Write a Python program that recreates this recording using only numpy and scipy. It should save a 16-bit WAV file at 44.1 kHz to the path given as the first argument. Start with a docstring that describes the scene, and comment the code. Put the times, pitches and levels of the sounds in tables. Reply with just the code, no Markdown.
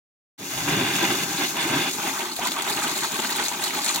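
"""A hydrant jet blasts water and trapped air from a side outlet onto muddy ground, close to a phone.
It roars in surges over the rumble of air churning in the barrel, then breaks into gurgling spurts.
Spray hisses throughout, and slugs of water slap down in showers of drops; a house front echoes faintly."""
import sys
import numpy as np
from scipy import signal
from scipy.fft import rfft, irfft
from scipy.io import wavfile
from scipy.ndimage import uniform_filter1d

SR = 44100
rng = np.random.default_rng(int(sys.argv[2]) if len(sys.argv) > 2 else 0)


def wav_out(sig):
    """Save sig, one row per channel (or a flat mono array), as 16-bit PCM at SR to the path in sys.argv[1]."""
    wavfile.write(sys.argv[1], SR, np.round(np.clip(np.atleast_2d(sig).T, -1, 1) * 32767).astype(np.int16))


N = 176400
TIME_S = np.arange(N) / SR
BIN_HZ = np.arange(N // 2 + 1) * SR / N + 1  # offset by 1 Hz to keep the log finite


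def undb(db):
    """Decibels to gain."""
    return 10 ** (np.asarray(db) / 20)


def unit(x):
    """Scale to rms 1."""
    return x / np.sqrt(np.mean(x ** 2) + 1e-18)


def curve(rows, column=1):
    """An envelope: one table column joined by straight lines in time."""
    rows = np.array(rows)
    return np.interp(TIME_S, rows[:, 0], rows[:, column])


def swells(rows, column):
    """Power envelope of bell-shaped bursts; rows begin with peak_s, width_s."""
    return sum(undb(row[column]) ** 2 * np.exp(-.5 * ((TIME_S - row[0]) / row[1]) ** 2) for row in rows)


def per_bin(points, column=1):
    """One table column drawn over a log-frequency axis."""
    points = np.array(points)
    return np.interp(np.log(BIN_HZ), np.log(points[:, 0]), points[:, column])


def colour(x, points, skirt_db=30):
    """Minimum-phase EQ through freq_hz, gain_db points, falling skirt_db an octave outside them."""
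    octaves_outside = np.maximum(0, np.maximum(np.log2(points[0][0] / BIN_HZ),
                                               np.log2(BIN_HZ / points[-1][0])))
    gain_db = per_bin(points) - np.minimum(skirt_db * octaves_outside, 70)
    cepstrum = irfft(np.log(undb(gain_db)), N)
    cepstrum[1:N // 2] *= 2
    cepstrum[N // 2 + 1:] = 0
    return irfft(rfft(x) * np.exp(rfft(cepstrum)), N)


def wobble(rate_hz):
    """A smooth random modulator with rms 1."""
    hold = max(int(SR / rate_hz), 2)
    steps = np.repeat(rng.standard_normal(N // hold + 2), hold)
    return unit(uniform_filter1d(steps, hold)[rng.integers(hold):][:N])


def flicker(x, rate_hz, depth_db, bands=12):
    """Each half octave from 400 Hz up swells and fades on its own."""
    band = np.clip(2 * np.log2(BIN_HZ / 400), 0, bands - 1)
    spectrum = rfft(x)
    layers = (irfft(spectrum * np.maximum(0, 1 - abs(band - k)), N) for k in range(bands))
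    return sum(layer * undb(depth_db * wobble(rate_hz)) for layer in layers)


def add(out, start_s, sound):
    """Mix a sound in at a time."""
    i = int(start_s * SR)
    out[..., i:i + sound.shape[-1]] += sound[..., :N - i]


def noise():
    """Two channels of white noise."""
    return rng.standard_normal((2, N))


def drops(per_s, scatter_db):
    """Drops strike at random, mostly small and a few large."""
    size = undb(scatter_db * np.minimum(rng.exponential(size=N), 5))
    return unit((rng.random(N) < per_s / SR) * size * noise())


def lumps(per_s, decay_s, range_db):
    """Lumps of water of all sizes: noise bursts with a sharp attack and a quick decay."""
    age = np.arange(N // 100) / SR
    hits = (rng.random(N) < per_s / SR) * undb(range_db * rng.random(N)) ** 2
    power = signal.fftconvolve(hits, np.exp(-age / decay_s))[:N]
    return unit(np.sqrt(np.abs(power)) * noise())


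def ring(pitch_hz, decay_s, rise):
    """One bubble: a damped tone that glides up."""
    length_s = 6 * decay_s
    age = np.arange(int(length_s * SR) + 2) / SR
    return np.sin(2 * np.pi * pitch_hz * age * (1 + rise * age / length_s)) * np.exp(-age / decay_s)


def bubbles(count, low_hz, high_hz, cycles, scatter_db):
    """A cloud of bubbles of all sizes, each decaying over roughly the given number of cycles."""
    out = np.zeros((2, N))
    for when, pitch, size, life, angle in rng.random((count, 5)):
        hz = low_hz * (high_hz / low_hz) ** pitch
        strength = undb(-scatter_db * np.log(size + 0.068)) * hz / low_hz
        pan = np.array([[np.cos(2 * np.pi * angle)], [np.sin(2 * np.pi * angle)]])
        add(out, when * N / SR, strength * pan * ring(hz, cycles * (.5 + life) / hz, rise=0.072))
    return unit(out)


# Stereo image at the two microphone ports: freq_hz, coherence, left_lead_rad, left_over_right_db
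STEREO_IMAGE = [(305, .999, -0.02, 0), (426, 0.97, -0.4, -3), (555, 0.15, -0.1, 5), (660, 0.99, -1.4, 3.5),
                (800, 0.88, -0.2, 1.5), (990, 1, -0.82, 0.5), (1240, 0.98, -1.3, 3),
                (1420, 0.52, -2.25, -4.5), (1510, 0.71, 1, 1.2), (1964, 0.2, -2.36, -3.5),
                (2590, 0.95, 0.8, -1.5), (3300, 0.17, 1.2, 1), (4400, 0.75, 2, 2), (5300, 0.45, 2, 4.5),
                (6400, 0.25, -1.3, 6), (7400, 0.092, -0.5, -.5), (15000, 0.089, -2, 2)]


def spread(pair):
    """Two unrelated signals reach the two ports, alike in the bass; their mean has rms 1."""
    coherence = np.clip(per_bin(STEREO_IMAGE, column=1), 0, .9995)
    lead, lean_db = per_bin(STEREO_IMAGE, column=2), per_bin(STEREO_IMAGE, column=3)
    weights = np.sqrt([1 + coherence, 1 - coherence]) / np.sqrt(1 + coherence * np.cos(lead))
    mid, side = rfft(pair) * weights
    turn = undb(lean_db / 2) * np.exp(.5j * lead)
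    out = irfft(np.array([(mid + side) * turn, (mid - side) / turn]), N)
    return out / np.std(out.mean(axis=0))


def yard(x, echo_s=0.078, echo_db=-20.5, t60_s=0.19, tail_db=-15):
    """A faint slapback from the house front and a short scattered tail without bass."""
    age = np.arange(N // 4) / SR
    tail = rng.standard_normal((2, len(age))) * np.exp(-np.log(1000) * age / t60_s)
    tail = signal.sosfilt(signal.butter(2, 600, "high", fs=SR, output="sos"), tail)
    tail *= undb(tail_db) / np.sqrt(np.sum(tail[0] ** 2))
    tail[:, int(echo_s * SR)] += undb(echo_db)
    return x + signal.fftconvolve(x, tail, axes=1)[:, :N]


# Airy hiss of the mist: freq_hz, gain_db
MIST_EQ = [(2500, -8), (4000, -6), (4700, -1.5), (5400, 0), (6000, 3), (6600, 6.5), (7300, 1), (8000, -6),
           (8800, -2.5), (10000, -4), (12500, -3.5), (14500, -3.5), (15800, -3.5)]
# Rise and fall of the spray: time_s, level_db
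SPRAY_LEVEL = [(.38, -47.5), (.47, -37.5), (.56, -33.5), (.7, -32.5), (.87, -36), (.96, -32), (1.12, -32),
               (1.31, -34.5), (1.44, -34), (1.49, -31), (1.55, -38), (1.72, -35), (1.98, -38), (2.08, -33),
               (2.2, -38), (2.31, -41), (2.52, -38), (2.6, -44), (2.65, -38), (3.5, -38.5), (3.55, -42),
               (3.63, -38), (4.0, -37)]


def spray():
    """Fine mist hisses around the jet."""
    mist = noise() + undb(-0.5) * drops(per_s=5000, scatter_db=3.4)
    hiss = colour(mist, MIST_EQ, skirt_db=15) * undb(1.07 * wobble(40.67))
    return spread(hiss) * undb(curve(SPRAY_LEVEL))


# Bright, wet tone of water on mud: freq_hz, gain_db
MUD_EQ = [(500, -2), (1500, 1), (3000, 0), (3550, 5), (4130, 9.5), (5200, -1.5), (6200, 1.5), (7100, 8),
          (8500, 0.5), (10000, 0.5), (12000, -4.5), (15800, -1.5)]
# Bed of patter: time_s, gain_db
PATTER_LEVEL = [(.38, -52), (.7, -39), (1.46, -38.5), (1.535, -42), (1.65, -38.5), (2.1, -37.5),
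                (2.32, -40), (2.6, -41), (2.66, -36.5), (2.9, -34.5), (3.3, -37), (3.55, -41), (3.7, -37.5),
                (4.0, -35)]
# Splashes that swell out of the bed: peak_s, width_s, gain_db
MUD_SPLASHES = [(2.468, 0.014, -32), (2.522, 0.012, -38), (2.712, 0.024, -32.5), (2.84, 0.011, -37),
                (2.92, 0.065, -39.5), (3.04, 0.053, -36.5), (3.22, 0.04, -36), (3.33, 0.027, -35.5),
                (3.455, 0.038, -33.5), (3.648, 0.027, -33), (3.76, 0.012, -34.5), (3.874, 0.026, -30.5),
                (3.96, 0.015, -33)]


def ground():
    """Lumps of water hit the mud and scatter into drops and tiny bubbles."""
    water = undb(1) * lumps(per_s=185, decay_s=0.0026, range_db=9.5)
    water += undb(-1) * drops(per_s=6000, scatter_db=2.7)
    water += undb(-7) * bubbles(3000, low_hz=2012, high_hz=11100, cycles=20.3, scatter_db=5.7)
    patter = flicker(colour(water, MUD_EQ, skirt_db=18), rate_hz=55, depth_db=2.4)
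    power = undb(curve(PATTER_LEVEL)) ** 2 + swells(MUD_SPLASHES, column=2)
    return spread(patter) * np.sqrt(power) * undb(1.5)


# Hard single hits on the mud: start_s, gain_db
MUD_SLAPS = [(1.931, -33), (2.364, -29.5), (2.471, -29), (2.518, -27), (2.621, -28.5), (2.836, -27),
             (2.894, -30), (3.36, -26.5), (3.483, -26.5), (3.639, -27), (3.658, -31), (3.679, -28),
             (3.862, -26), (3.959, -25)]


def slaps(decay_s=0.0076):
    """The biggest lumps land with a short smack, each with its own colour."""
    smack = spread(flicker(colour(noise(), MUD_EQ), rate_hz=150, depth_db=4))
    envelope = sum(undb(db) * (TIME_S > start_s) * np.exp(-np.abs(TIME_S - start_s) / decay_s)
                   for start_s, db in MUD_SLAPS)
    return smack * envelope * undb(2)


# Low-end weight of the pipe: freq_hz, gain_db
PIPE_EQ = [(30, -25), (60, -12), (85, -18), (115, 0.5), (160, -0.5), (220, -15.5)]
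# Shudders: peak_s, width_s, level_db
PIPE_SHUDDERS = [(.60, 0.032, -36.5), (.775, 0.069, -36.5), (1.06, 0.026, -39), (1.755, 0.033, -37.5)]


def shudder():
    """The pipe shudders deeply at the hardest surges."""
    throb = colour(noise(), PIPE_EQ) * undb(2 * wobble(70))
    return spread(throb) * np.sqrt(swells(PIPE_SHUDDERS, column=2))


# Clear plops on top of the gurgle, plus two high plinks of landing drops at 3.678 s and 3.958 s: start_s,
# pitch_hz, level_db
PLOPS = [(2.391, 733, -21), (2.412, 960, -25), (2.457, 979, -21), (2.565, 1120, -25), (2.772, 2400, -30),
         (2.788, 820, -24), (2.822, 1250, -22), (3.033, 805, -29), (3.296, 1880, -25), (3.353, 910, -23),
         (3.397, 970, -21), (3.408, 1480, -22), (3.516, 954, -24), (3.678, 2950, -25), (3.735, 1270, -25),
         (3.778, 820, -22), (3.891, 2400, -23), (3.958, 3750, -25), (3.975, 950, -25)]


def glugs():
    """The loudest bubbles pop one by one, and two drops land with a high plink; each rings briefly with a
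    rising pitch."""
    out = np.zeros(N)
    for start_s, pitch_hz, level_db in PLOPS:
        add(out, start_s, undb(level_db) * ring(pitch_hz, decay_s=0.0069, rise=.02))
    return out


# Throaty midrange of the gurgle: freq_hz, gain_db
GURGLE_EQ = [(290, -40), (500, -18), (571, -29), (605, -5), (635, -4), (737, -7), (807, 2), (944, 2),
             (1040, -3.5), (1280, -1.5), (1380, -8), (1540, -1), (1670, -8.5), (2400, -4.5), (3000, -9.5),
             (3340, -8), (3600, -9), (4680, -38), (7920, -120)]
# Weak flow between spurts, also driving the barrel: time_s, rumble_gain_db, roar_gain_db
WEAK_FLOW = [(1.93, -40, -41), (2.03, -41, -32.5), (2.22, -41, -42), (2.31, -45.5, -45), (2.37, -46, -43),
             (2.43, -42, -36.5), (3.1, -44, -36.5), (4.0, -46.5, -37)]
# Coughs of air and water, also driving the barrel: peak_s, width_s, roar_gain_db, rumble_gain_db
COUGHS = [(1.99, 0.0075, -33, -37), (2.07, 0.033, -28, -38.5), (2.22, 0.039, -29, -42.5),
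          (2.415, 0.014, -30.5, -37), (2.463, 0.015, -26.5, -44), (2.595, 0.023, -28, -42),
          (2.695, 0.026, -27.5, -39.5), (2.79, 0.019, -28, -36.5), (2.875, 0.024, -27, -39),
          (2.97, 0.014, -30, -42), (3.045, 0.013, -29, -41), (3.145, 0.013, -27, -38),
          (3.197, 0.0054, -26, -30), (3.24, 0.016, -29.5, -40.5), (3.335, 0.03, -32.5, -41),
          (3.408, 0.016, -26, -34.5), (3.53, 0.019, -32.5, -48), (3.573, 0.0038, -33, -44),
          (3.665, 0.06, -32.5, -45), (3.775, 0.024, -31, -39), (3.895, 0.025, -30, -44),
          (3.975, 0.018, -29.5, -43.5)]


def spurts(sputter):
    """The weakened jet coughs out slugs full of bubbles."""
    froth = undb(-2) * noise() + undb(-1.5) * lumps(per_s=160, decay_s=0.0036, range_db=13)
    froth += undb(-5.5) * bubbles(3500, low_hz=601.5, high_hz=4320, cycles=7.3, scatter_db=2.2)
    gurgle = flicker(colour(froth, GURGLE_EQ, skirt_db=21), rate_hz=70, depth_db=1.5)
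    power = undb(curve(WEAK_FLOW, column=2)) ** 2 + swells(COUGHS, column=2)
    return spread(gurgle * undb(0.53 * sputter)) * np.sqrt(power) * undb(-0.97)


# Hollow body of the barrel at full and at weak flow: freq_hz, gain_db
BARREL_FULL_EQ = [(30, -21), (80, -21.5), (110, -11), (160, -1), (215, -3.5), (280, 2), (340, 2),
                  (395, -0.5), (470, -11.5), (560, -8.5)]
BARREL_WEAK_EQ = [(15, -60), (25, -39), (60, -19), (86, -28), (115, -12.5), (141, -8), (257, -1.5),
                  (277, 0.5), (304, -1), (374, 2), (449, -9.5), (560, -14), (730, -41), (1230, -120)]


def barrel(intact):
    """Air pockets churn in the barrel, deeper under full pressure."""
    churn = noise() + undb(-16) * bubbles(900, low_hz=110.1, high_hz=433, cycles=3.2, scatter_db=1.8)
    full = spread(colour(churn, BARREL_FULL_EQ) * undb(0.68 * wobble(90)))
    full *= undb(curve(JET_SURGES, column=1) - 1.24)
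    weak = spread(colour(churn, BARREL_WEAK_EQ) * undb(1.4 * wobble(90)))
    weak *= np.sqrt(undb(curve(WEAK_FLOW, column=1)) ** 2 + swells(COUGHS, column=3)) * undb(2)
    return full * intact + weak * (1 - intact)


# Midrange roar of the outlet and raspy edge of the nozzle: freq_hz, gain_db
ROAR_EQ = [(500, -14), (585, -7), (640, 1.5), (730, 1), (800, 9), (870, 2.5), (960, 6.5), (1190, -1),
           (1280, 2.5), (1400, -2), (1570, 6.5), (1890, -6.5)]
RASP_EQ = [(1920, -9), (2080, 3.5), (2200, -0.5), (2420, 3.5), (2650, 2), (2850, 4), (3130, -5.5),
           (3300, -1), (3490, 4.5), (3680, -0.5), (4000, -9.5), (4600, -7.5)]
# Rasp, cut short each time the flow chokes: time_s, gain_db
RASP_LEVEL = [(.39, -47.5), (.5, -42.5), (.59, -34.5), (.648, -38), (.684, -30), (1.02, -30.5),
              (1.04, -25.5), (1.07, -31), (1.11, -27.5), (1.15, -33), (1.235, -31), (1.266, -41),
              (1.36, -37), (1.41, -29), (1.448, -26), (1.474, -39), (1.54, -44), (1.575, -32), (1.615, -27),
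              (1.654, -34), (1.74, -29), (1.885, -31), (1.92, -41)]
# Surges of the full jet, also driving the barrel: time_s, rumble_gain_db, roar_gain_db
JET_SURGES = [(0.39, -50, -46), (0.406, -35, -43), (0.49, -37, -42), (0.55, -36.5, -34.5),
              (0.654, -33.5, -33), (0.68, -30, -27.5), (0.742, -22, -28), (0.764, -27.5, -30),
              (0.81, -24, -28), (0.88, -31.5, -29.5), (1.005, -31.5, -30), (1.036, -22.5, -25),
              (1.078, -32, -28), (1.105, -22.5, -25.5), (1.17, -31, -31), (1.232, -30.5, -31),
              (1.266, -33, -33.5), (1.374, -34.5, -33), (1.41, -31.5, -26.5), (1.445, -30, -26.5),
              (1.475, -39, -37.5), (1.52, -38.5, -36.5), (1.608, -33, -26.5), (1.66, -31.5, -30),
              (1.71, -28, -26.5), (1.76, -24, -25), (1.80, -30, -29.5), (1.885, -31.5, -31.5),
              (1.915, -38, -45)]


def jet(sputter):
    """The full jet tears into drops and roars; the nozzle rasps until the flow chokes."""
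    tearing = noise() + undb(-7.5) * drops(per_s=3000, scatter_db=2.7)
    tearing += undb(-13) * bubbles(3000, low_hz=606, high_hz=4110, cycles=5.9, scatter_db=2.2)
    roar = spread(colour(tearing, ROAR_EQ) * undb(sputter))
    rasp = spread(colour(tearing, RASP_EQ) * undb(1.14 * sputter))
    return roar * undb(curve(JET_SURGES, column=2) - 2.34) + rasp * undb(curve(RASP_LEVEL) + 0.23)


def scene(start_s=.378, attack_s=0.013, broken_s=1.95):
    """The water bursts out of silence; the full jet later crossfades quickly into spurts."""
    sputter = wobble(90)
    intact = curve([(JET_SURGES[-1][0], 1), (broken_s, 0)])  # 1 while the jet holds together
    water = barrel(intact) + shudder() + jet(sputter) * intact + spurts(sputter) * (1 - intact)
    water += glugs() + spray() + ground() + slaps()
    return yard(water * curve([(start_s, 0), (start_s + attack_s, 1)]))


def record(dry, cutoff_hz=15900):
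    """The phone cuts the top with a steep low-pass."""
    return signal.sosfilt(signal.ellip(12, .2, 80, cutoff_hz, fs=SR, output="sos"), dry)


dry = scene()
out = record(dry)
wav_out(out)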